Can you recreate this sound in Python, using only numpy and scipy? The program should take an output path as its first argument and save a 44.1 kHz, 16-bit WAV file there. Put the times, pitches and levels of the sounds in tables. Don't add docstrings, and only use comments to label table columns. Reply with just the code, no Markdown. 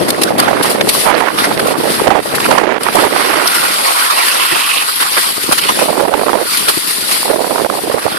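import sys
import numpy as np
from scipy import signal
from scipy.io import wavfile
from scipy.ndimage import uniform_filter1d

SR = 44100
rng = np.random.default_rng(int(sys.argv[2]) if len(sys.argv) > 2 else 0)


def generate_wav(signal):
    frames = np.transpose(np.atleast_2d(signal))
    scaled = np.clip(frames, -1, 1) * 32767
    pcm = np.round(scaled).astype(np.int16)
    wavfile.write(sys.argv[1], SR, pcm)


def gain_from_decibels(decibels):
    exponent = np.asarray(decibels, float) / 20
    return 10 ** exponent


N = 360738
TIME = np.arange(N) / SR
HZ = np.fft.rfftfreq(512, 1 / SR)


def evened(x):
    return x / np.sqrt(np.mean(x ** 2, -1, keepdims=True) + 1e-20)


def read(rows):
    f, *columns = np.transpose(rows)
    return np.array([np.interp(np.log(HZ + 1), np.log(f), c) for c in columns])[..., None]


def follow(rows):
    s, *columns = np.transpose(rows)
    return np.array([np.interp(TIME, s, c) for c in columns])


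def noise(colour_db, same=0, lead=0, patchy_db=2.0):
    a, b, c, d, patch = rng.standard_normal((N // 128 + 5, 257, 5)).T
    patch = uniform_filter1d(patch, size=6, axis=0)
    patch = uniform_filter1d(patch, size=14, axis=1)
    right = a + 1j * b
    own = c + 1j * d
    same = np.clip(same, 0, 1)
    left = same * right * np.exp(1j * lead) + np.sqrt(1 - same ** 2) * own
    z = np.array([left, right]) * gain_from_decibels(colour_db + patchy_db * patch / patch.std())
    return signal.istft(z, nperseg=512, noverlap=384)[1][:, :N]


def flicker(hz, depth_db, channels=1):
    x = signal.lfilter(*signal.butter(2, hz, fs=SR), rng.standard_normal((channels, N)))
    return evened(gain_from_decibels(depth_db * np.clip(evened(x), -3, 1.6)))


def hump(s, ms, rise=1, order=2):
    at = round(s * SR)
    part = slice(max(at - 2200, 0), at + 2200)
    u = (TIME[part] - s) * 2000 / ms
    u = np.where(u < 0, u / rise, u * rise)
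    return part, np.exp(-np.log(2) * abs(u) ** order)


def gust(start, end, start_db, end_db):
    edge_s = 0.054
    gate = np.clip(np.minimum(TIME - start, end - TIME) / edge_s + .5, 0, 1)
    return (gate * gain_from_decibels(np.interp(TIME, [start, end], [start_db, end_db]))) ** 2


def flow():
    # t/s, left level/dB, right level/dB
    breeze = [(0, -16.5, -21.5), (1, -22.5, -17), (1.3, -31, -17.5), (2.3, -24.5, -22), (3.4, -31, -19.5),
              (3.52, -33, -23), (3.8, -39, -22), (4, -41, -44), (4.4, -36, -38), (4.68, -36, -60),
              (5.2, -35, -48), (5.4, -29, -39), (5.6, -30.5, -43), (6.47, -32, -32), (6.78, -35, -40),
              (7.2, -26.5, -23), (7.45, -47, -31), (8.18, -33, -29)]
    # start t/s, end t/s, start level/dB, end level/dB
    gusts_left = [(-.1, .14, -13, -25), (0.323, 0.498, -16, -15), (0.723, 0.904, -17.5, -19),
                  (1.34, 2.1, -17, -21), (2.247, 2.565, -22, -15), (2.885, 3.068, -21, -21),
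                  (3.597, 3.86, -23, -33), (5.333, 5.787, -38, -18), (6.46, 6.777, -28.5, -24.5),
                  (7.017, 7.237, -24, -48), (7.752, 8.3, -30, -29)]
    # start t/s, end t/s, start level/dB, end level/dB, share of fast eddies level/dB
    gusts_right = [(-.1, 0.358, -16, -14, -14), (0.376, 0.89, -11.5, -15, -6), (1.063, 1.309, -9.5, -14, 2),
                   (1.437, 1.93, -14, -11.5, -10.5), (2.023, 2.214, -11.5, -9, -4),
                   (2.27, 2.473, -24, -17, -8), (2.494, 2.827, -5.5, -11.5, -3.5),
                   (2.857, 3.148, -3.5, -11, -2.5), (3.143, 3.455, -12, -11.5, 1),
                   (5.756, 6.078, -13.5, -9, -12), (6.047, 6.45, -12, -11, -8.5),
                   (7.266, 7.694, -10, -12, -12), (7.67, 8.065, -17, -15, -13)]
    breeze_fast_db = -5
    left, right = gain_from_decibels(follow(breeze)) ** 2
    fast = right * gain_from_decibels(breeze_fast_db) ** 2
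    left = left + sum(gust(*row) for row in gusts_left)
    for *row, fast_db in gusts_right:
        power = gust(*row)
        right = right + power
        fast = fast + power * gain_from_decibels(fast_db) ** 2
    return 10 * np.log10([left, right, fast])


def skid():
    # start t/s, end t/s, level/dB, start f/Hz, end f/Hz, bandwidth f/Hz
    sing = [
        (3.447, 3.76, -23.5, 1400, 1440, 120),
        (3.93, 4.807, -27.5, 1030, 1130, 130),
        (4.164, 4.84, -22, 2720, 2580, 300),
        (4.38, 4.828, -24.5, 3070, 2960, 400),
        (4.04, 4.2, -25, 1780, 1870, 150),
        (5.57, 5.703, -19.5, 2950, 3000, 500),
    ]
    whistle = np.zeros(N)
    for start, end, db, from_hz, to_hz, width in sing:
        pitch = np.interp(TIME, [start, end], [from_hz, to_hz])
        turn = np.exp(2j * np.pi * np.cumsum(pitch) / SR)
        band = signal.lfilter(*signal.butter(1, width / 2, fs=SR), rng.standard_normal(N) / turn)
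        whistle += evened((band * turn).real) * np.sqrt(gust(start, end, db, db))
    return whistle * flicker(41.0, 3.5) * gain_from_decibels(np.array([[-6], [3]]))


def load(flow_db):
    # t/s, pressure level/dB, frame-shaking roughness level/dB
    slide = [(0, -4, 3.5), (.6, -15, 3), (1, -11.5, -14.5), (1.3, -15, -1), (1.9, -10, -4.5),
             (2.3, -19, -5), (2.9, -9.5, -1.5), (3.3, -8.5, -1.5), (3.6, -12, -5), (4.5, -13.5, -5),
             (4.9, -14.5, -9), (5.25, -12, -9.5), (5.65, -15, -9.5), (5.85, -7.5, -6), (6.55, -14.5, -12),
             (7.25, -9, -13.5), (7.6, -10.5, -15), (8.18, -22.5, 0)]
    # t/s, length/ms, level/dB
    ruts = [(.09, 360, -12.5), (.36, 103, -13), (.57, 170, -3), (.685, 60, 0), (.8, 82, -4),
            (.99, 180, 5.5), (1.14, 50, -5), (1.19, 44, 6), (1.26, 180, -4.5), (1.42, 70, 4),
            (1.575, 57, -3.5), (1.756, 37, -9), (1.93, 61, 2), (2.15, 130, -4.5), (2.49, 174, 7),
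            (2.69, 113, -14), (2.775, 59, -16), (2.99, 120, 6), (3.9, 50, 1), (5.2, 60, 2), (5.41, 180, -3),
            (5.94, 140, -2.5), (6.11, 120, -5.5), (6.46, 80, 0), (6.559, 100, 3), (6.91, 70, 3.5),
            (7.02, 380, -4), (7.13, 66, 2.5), (7.69, 87, -4.5), (7.98, 130, 2.5)]
    duck_from_db, duck_share, duck_s = -23.5, 0.75, 0.14
    rut_flat = 3.8
    frame_feels = 1.31
    pressure_db, rough_db = follow(slide)
    excess_db = np.maximum(flow_db[1] - duck_from_db, 0)
    change_db = -duck_share * uniform_filter1d(excess_db, round(duck_s * SR))
    for s, ms, db in ruts:
        part = slice(max(round((s - ms / 500) * SR), 0), round((s + ms / 500) * SR))
        u = (TIME[part] - s) * 2000 / ms
        change_db[part] += db * np.exp(-np.log(2) * abs(u) ** rut_flat)
    return pressure_db + np.array([change_db, rough_db + frame_feels * change_db])


def runners(flow_db):
    # t/s, hiss level/dB, relative frame rumble level/dB, length/ms
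    scrapes = [(0.087, -13.5, -3.5, 12), (0.105, -4.5, -31, 3.2), (0.219, -8, -1.5, 8.6),
               (0.235, -0.5, -25, 4.1), (0.387, -13.5, 2.5, 17), (0.401, 4.5, -20, 1.7),
               (0.631, -8, -9, 11.5), (0.661, -11, 0, 18.5), (0.703, -11, -8, 21), (0.811, -15, 16, 3.3),
               (0.892, -1, -8.5, 6.7), (.932, -11, -18, 17), (1.04, -15, -5, 19), (1.444, -19.5, 12, 14),
               (1.596, -15, 5, 6.3), (1.673, -13, -9, 4.7), (2.354, -11, -10, 11), (2.403, -15, 6, 4.1),
               (2.834, -9, -20, 3), (2.955, -7, -2, 3.8), (3.477, -5, -20, 4), (3.546, -13.5, 0, 11),
               (4.257, -14.5, 1, 59), (4.959, -10, -20, 6.6), (5.01, -11, -0.5, 24), (5.433, -13, -14, 18),
               (5.524, -3.5, -0.5, 7.4), (5.582, -9, 4.5, 9.3), (5.64, -20.5, 5, 28),
               (5.691, -21.5, 15.5, 13), (5.8, -15, 2.5, 26), (6.573, -9, -13, 6), (6.686, -6.5, -1.5, 14),
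               (7.115, -12.5, -6, 18)]
    # f/Hz, left level/dB, right level/dB
    ports = [(150, -70, -83), (2000, -13, -17), (4670, -15, -6.5), (6390, -19.5, -21), (7800, -13.5, -21),
             (9930, -4, -22.5), (12360, -11.5, -24.5), (15500, -21, -28.5)]
    # f/Hz, level/dB, coherence/1, lead of the left phase/rad
    frame_colour = [(120, -11, 0.32, 1.6), (274, -2, 1, 2.28), (1090, -2.5, 0.72, 2.48),
                    (1800, -1.5, 0.079, 4.6), (3000, -3, 0.94, 5.26), (5340, -8.5, 0.13, 3.1),
                    (7900, -26.5, .1, 3.2)]
    # f/Hz, bandwidth f/Hz, level/dB
    frame_modes = [(1135, 560, 10), (1416, 62, 8), (1930, 180, 4)]
    power = gain_from_decibels(load(flow_db)) ** 2
    for s, db, frame_db, ms in scrapes:
        part, shape = hump(s, ms * 1.3, rise=0.55)
        power[:, part] += (gain_from_decibels(np.array([[db], [db + frame_db - 5.5]])) * shape) ** 2
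    hiss_gain, frame_gain = np.sqrt(power) * flicker(23.0, 1.0) * flicker(520.0, 0.32)
    hiss = noise(read(ports), patchy_db=1.32)
    colour_db, same, lead = read(frame_colour)
    for hz, width, db in frame_modes:
        colour_db = colour_db + db / (1 + (2 * (HZ[:, None] - hz) / width) ** 2)
    frame = evened(noise(colour_db, same, lead, patchy_db=3.0)) * gain_from_decibels(np.array([[1.5], [5.5]]))
    frame = frame * frame_gain * flicker(54.0, 1.66)
    mount = signal.butter(2, 200., "highpass", fs=SR)
    frame = signal.lfilter(*mount, signal.lfilter(*mount, frame))
    return hiss / hiss[0].std() * hiss_gain + frame


def slap(s, db, ms, hz):
    part, shape = hump(s, ms, order=4)
    wander, lumps = evened(uniform_filter1d(rng.standard_normal((2, 4400)), size=50))[:, :len(shape)]
    wander_db = min(2.8, (4200 / hz) ** 2) * wander
    turns = np.cumsum(hz * gain_from_decibels(wander_db)) / SR
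    swirl = shape * gain_from_decibels(4.23 * lumps) * np.sin(2 * np.pi * turns)
    return part, gain_from_decibels(db - 6.5) * swirl * np.linalg.norm(shape) / np.linalg.norm(swirl)


def eddies(flow_db):
    # t/s, level/dB, length/ms
    smaller_eddies = [(0.216, -6, 5.8), (0.307, 0, 4.3), (0.322, -5, 4.3), (0.355, -2.5, 4.4), (0.387, -2, 7),
                      (0.436, -2, 4.6), (0.532, 6, 4), (0.57, -5, 5), (0.612, 2.5, 2.9), (0.655, -3, 7),
                      (0.759, -0.5, 3.9), (0.813, 1, 4), (0.875, -5, 5), (0.95, -1, 3.6), (1.069, -2, 18),
                      (1.103, -3, 4.7), (1.116, 7, 3.6), (1.146, -1, 16), (1.21, 1.5, 10), (1.225, 2, 7.7),
                      (1.238, -0.5, 7.8), (1.271, -3.5, 9), (1.287, 0.5, 8), (1.305, -2, 4.3),
                      (1.513, -0.5, 13), (1.578, -1, 3.7), (1.661, 4, 3.5), (1.708, -2, 7.5), (1.719, 0, 2.7),
                      (1.742, -4, 6.5), (1.758, -3, 4.8), (1.858, 2, 6.2), (1.874, 1, 2.7), (2.0, 1, 7),
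                      (2.044, -4, 4.1), (2.165, -2, 11), (2.18, -3, 18), (2.344, -11, 4), (2.381, -16, 5.1),
                      (2.46, -1, 15), (2.557, 0, 13), (2.614, -5, 6.8), (2.643, -3, 19), (2.693, 1, 5),
                      (2.724, 0, 6), (2.762, -3.5, 5), (2.888, 8, 4.4), (2.972, 6, 6.8), (2.995, 1, 16),
                      (3.04, 3, 11), (3.05, 4, 4.6), (3.136, 0, 3), (3.164, 2, 8), (3.202, -3, 4),
                      (3.21, -1.5, 7), (3.302, 0, 6.4), (3.34, 2, 9), (3.373, -2, 5.9), (3.4, 0, 5),
                      (3.417, -1, 4.9),
                      (5.793, -2, 6.2), (5.818, -7, 7.1), (5.859, -4, 4), (5.903, 1.5, 5), (5.931, 1, 5.5),
                   (5.956, -9, 3.7), (5.977, -1, 5.5), (5.997, 0, 7.9), (6.013, 0, 7.3),
                   (6.058, -2.5, 12.5), (6.083, 1, 4), (6.121, -3, 4), (6.131, -2, 8.1), (6.167, -6, 2.3),
                   (6.18, -2, 4.9), (6.194, -5, 4), (6.215, 1, 6.5), (6.236, -2, 7), (6.263, -1, 3),
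                   (6.283, 5, 3.6), (6.342, 2, 5.5), (6.386, -9, 14), (6.402, -6, 7.6), (6.415, 1, 4.1),
                   (6.686, -8, 5), (7.108, -7.5, 3.3), (7.231, -2, 2.8), (7.258, -5.5, 14), (7.281, 0, 2.7),
                   (7.314, -0.5, 5.7), (7.335, -1.5, 6.5), (7.345, -2, 4.2), (7.361, 3, 3.5),
                   (7.397, -3, 10), (7.407, 0, 4.7), (7.422, -4, 4), (7.447, 0, 6.6), (7.48, -9, 4.3),
                   (7.508, 1, 5.1), (7.515, -11, 9.8), (7.529, -8, 6.5), (7.56, 3, 4.3), (7.571, -8, 2.7),
                   (7.584, 0, 6.4), (7.601, -1, 5), (7.61, 0, 3.6), (7.664, -1, 6), (7.702, 6, 4.5),
                   (7.724, -5, 3.8), (7.741, -1, 3.3), (7.753, -7, 5.6), (7.775, -6, 4.4),
                   (7.789, -2.5, 2.6), (7.875, -5.5, 6), (7.965, -8, 8), (7.981, -3.5, 11),
                   (8.081, -0.5, 4.6), (8.121, -10.5, 7.9)]
    base_hz, hz_per_db = 950, 21
    s, db, ms = np.transpose(smaller_eddies)
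    _, right_db, fast_db = flow_db[:, (s * SR).astype(int)]
    hz = base_hz + hz_per_db * (fast_db - right_db)
    hz = hz * np.exp(0.0815 * rng.standard_normal(len(s)))
    return zip(s, db, ms, hz)


def wind(flow_db):
    # f/Hz, left level/dB, right level/dB
    air_colour = [(25, -12, -14), (91.5, -4, -37), (300, 4.5, 0), (550, -5.5, 1), (1000, -19.5, -9.5),
                  (2240, -21.5, -39), (6060, -41, -61)]
    # t/s, length/ms
    lulls = [(0.344, 9.3), (0.739, 10), (0.839, 18), (1.783, 22), (2.218, 25), (2.246, 18), (2.427, 11),
             (2.795, 22), (2.922, 97), (3.092, 17), (5.126, 29), (5.719, 36), (5.743, 27), (5.872, 10),
             (6.069, 11), (6.103, 10), (6.252, 15), (6.325, 9.9), (6.444, 16), (7.38, 6.9), (7.489, 15),
             (7.68, 22), (7.819, 36), (8.007, 18), (8.031, 23)]
    # t/s, level/dB, length/ms, f/Hz
    slaps_left = [(0.014, -3, 27, 411), (0.227, -11, 14, 505), (0.245, -7, 19, 355), (0.391, -3, 27, 681),
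                  (0.472, -6, 6.9, 352), (0.607, -1.5, 11, 404), (0.748, -10, 12, 476),
                  (0.809, -5, 25, 501), (0.876, 2, 5.5, 437.7), (1.423, -6, 8.2, 353),
                  (1.546, -12, 19, 458), (1.611, -9, 36, 422), (1.783, -6, 14, 329), (2.019, 5, 5.6, 368),
                  (2.089, 2.5, 3.7, 343), (2.341, -1, 8.4, 398), (2.373, -5, 8.7, 360),
                  (2.541, -5, 7.9, 640), (2.583, -5, 6.2, 487), (2.956, -13, 8.1, 673),
                  (4.564, -4.5, 7.7, 1080), (5.174, -7, 14, 1090), (5.381, -4.5, 4, 340),
                  (5.514, -6, 10, 880), (5.697, -4, 5.2, 502), (6.688, -11, 7.7, 657), (.091, -8, 4, 666),
                  (0.179, -13, 3.2, 554), (.313, -4, 9.1, 416), (0.453, -12, 4.6, 400),
                  (.985, -4, 4.9, 605), (1.474, -8, 8.2, 480), (1.951, -5, 3.7, 468), (2.26, -4, 6.2, 506),
                  (7.82, -12, 5, 329), (7.881, -9, 12, 277), (8.147, -10, 12, 300)]
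    # t/s, level/dB, length/ms, f/Hz
    chips_left = [(0.147, -6, 3, 1815), (.811, 1, 0.99, 2000), (1.179, -6, 5, 600), (2.383, -3, 4.3, 1490),
                  (3.905, -13.5, 16, 449), (5.18, -11, 29, 479), (5.441, -8, 5.9, 374),
                  (5.692, -3, 7.6, 2510), (5.793, -6, 6.8, 1250), (6.776, -3.5, 8, 318),
                  (7.753, -9, 11, 916), (7.918, -13, 8, 1250), (8.121, -19, 5, 1500)]
    # t/s, level/dB, length/ms, f/Hz
    slaps_right = [(0.487, 3, 18, 742), (0.513, 2, 11, 675), (0.646, 0, 6.7, 804), (1.086, 1.5, 58, 784),
                   (1.685, 5, 4.5, 526), (2.076, 16, 11, 640), (2.114, 9.5, 18.5, 739), (2.157, 3, 16, 710),
                   (2.492, 2, 9.2, 483.6), (2.514, 20, 7.7, 888), (2.584, 14, 10, 879),
                   (2.867, 4, 3.7, 715), (2.958, 4.5, 19, 689), (3.071, -1, 17, 658), (3.458, 2, 3.6, 1000),
                   (5.824, 3, 20, 571), (5.889, -0.5, 19, 640), (6.005, -0.5, 16, 741),
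                   (6.034, -1, 19, 560), (6.142, 9, 6.9, 912), (6.273, -5, 27, 645), (6.296, 1, 10, 954),
                   (6.333, 14, 2.5, 852), (6.357, 6, 6.5, 740), (7.304, 6.5, 4.2, 520),
                   (7.62, 0, 6.4, 406.4), (7.649, 5.5, 4.3, 544), (7.901, 3, 5.7, 603), (7.946, 6, 6, 550),
                   (8.066, 6.5, 5, 656), (8.057, 1, 8, 520)]
    # t/s, level/dB, length/ms, f/Hz
    knocks_right = [(0.483, 6, 5, 1200), (1.152, -2, 1.7, 3530), (1.388, -0.5, 6, 3000),
                    (1.577, -3, 3.7, 2000), (2.348, -5, 9.8, 1350), (2.386, -2, 5, 1400),
                    (2.53, 0, 22, 764), (3.476, 2, 5.4, 5150), (4.42, -7, 13, 2920), (4.529, -8, 22, 307.5),
                    (4.549, -10, 8, 2900), (4.715, -2, 13, 2670), (4.781, -3, 12, 3170),
                    (5.003, -8.5, 5.4, 1230), (5.02, -7, 20, 1400), (5.06, -9.5, 16, 1150),
                    (5.176, 0, 16, 1400), (5.493, 1, 5.8, 403), (5.515, 0, 4, 1706), (5.522, -9, 12, 696),
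                    (5.531, -3, 4.6, 460), (5.659, -9, 10, 350), (7.648, 0, 1.8, 2190),
                    (7.846, -6.5, 17, 462), (7.918, -9, 5.2, 1300)]
    lumps_db, lumps_even = 4, 0.074
    stream_db = -2
    low = evened(noise(read(air_colour), patchy_db=1.5)) * gain_from_decibels(flow_db[:2])
    band = signal.butter(2, [800., 2300.], "bandpass", fs=SR)
    low[1] += evened(signal.lfilter(*band, rng.standard_normal(N))) * gain_from_decibels(flow_db[2])
    evening_db = lumps_even * (flow_db[2] - flow_db[1] + 15.0) * np.array([[0], [1]])
    air = low * flicker(112.0, lumps_db - evening_db, channels=2)
    air[1] *= gain_from_decibels(stream_db)
    for s, ms in lulls:
        part, shape = hump(s, ms, order=6)
        air[1, part] *= 1 - 0.78 * shape
    left = slaps_left + chips_left
    right = slaps_right + knocks_right + list(eddies(flow_db))
    for port, slaps in zip(air, (left, right)):
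        for row in slaps:
            part, swirl = slap(*row)
            port[part] += swirl
    return air


def scene():
    flow_db = flow()
    return skid() + runners(flow_db) + wind(flow_db)


def roll_off(x):
    return signal.sosfilt(signal.butter(12, 14900, fs=SR, output="sos"), x)


def record(dry):
    cut = signal.lfilter(*signal.butter(2, 130., "highpass", fs=SR), dry)
    hz, _, z = signal.stft(np.clip(cut, -.99, .99), SR, nperseg=2048)
    power = uniform_filter1d(abs(z) ** 2, size=7, axis=1)
    treble = power[:, (hz > 3000) & (hz < 12000)].mean(1, keepdims=True)
    kept = (power > gain_from_decibels(-2 * 9) * treble) | (hz[:, None] < 4500)
    audible = z * kept * (hz[:, None] < 14900)
    thinned = signal.istft(audible, SR, nperseg=2048)[1][:, :N]
    return roll_off(thinned)


dry = scene()
out = record(dry)
generate_wav(out)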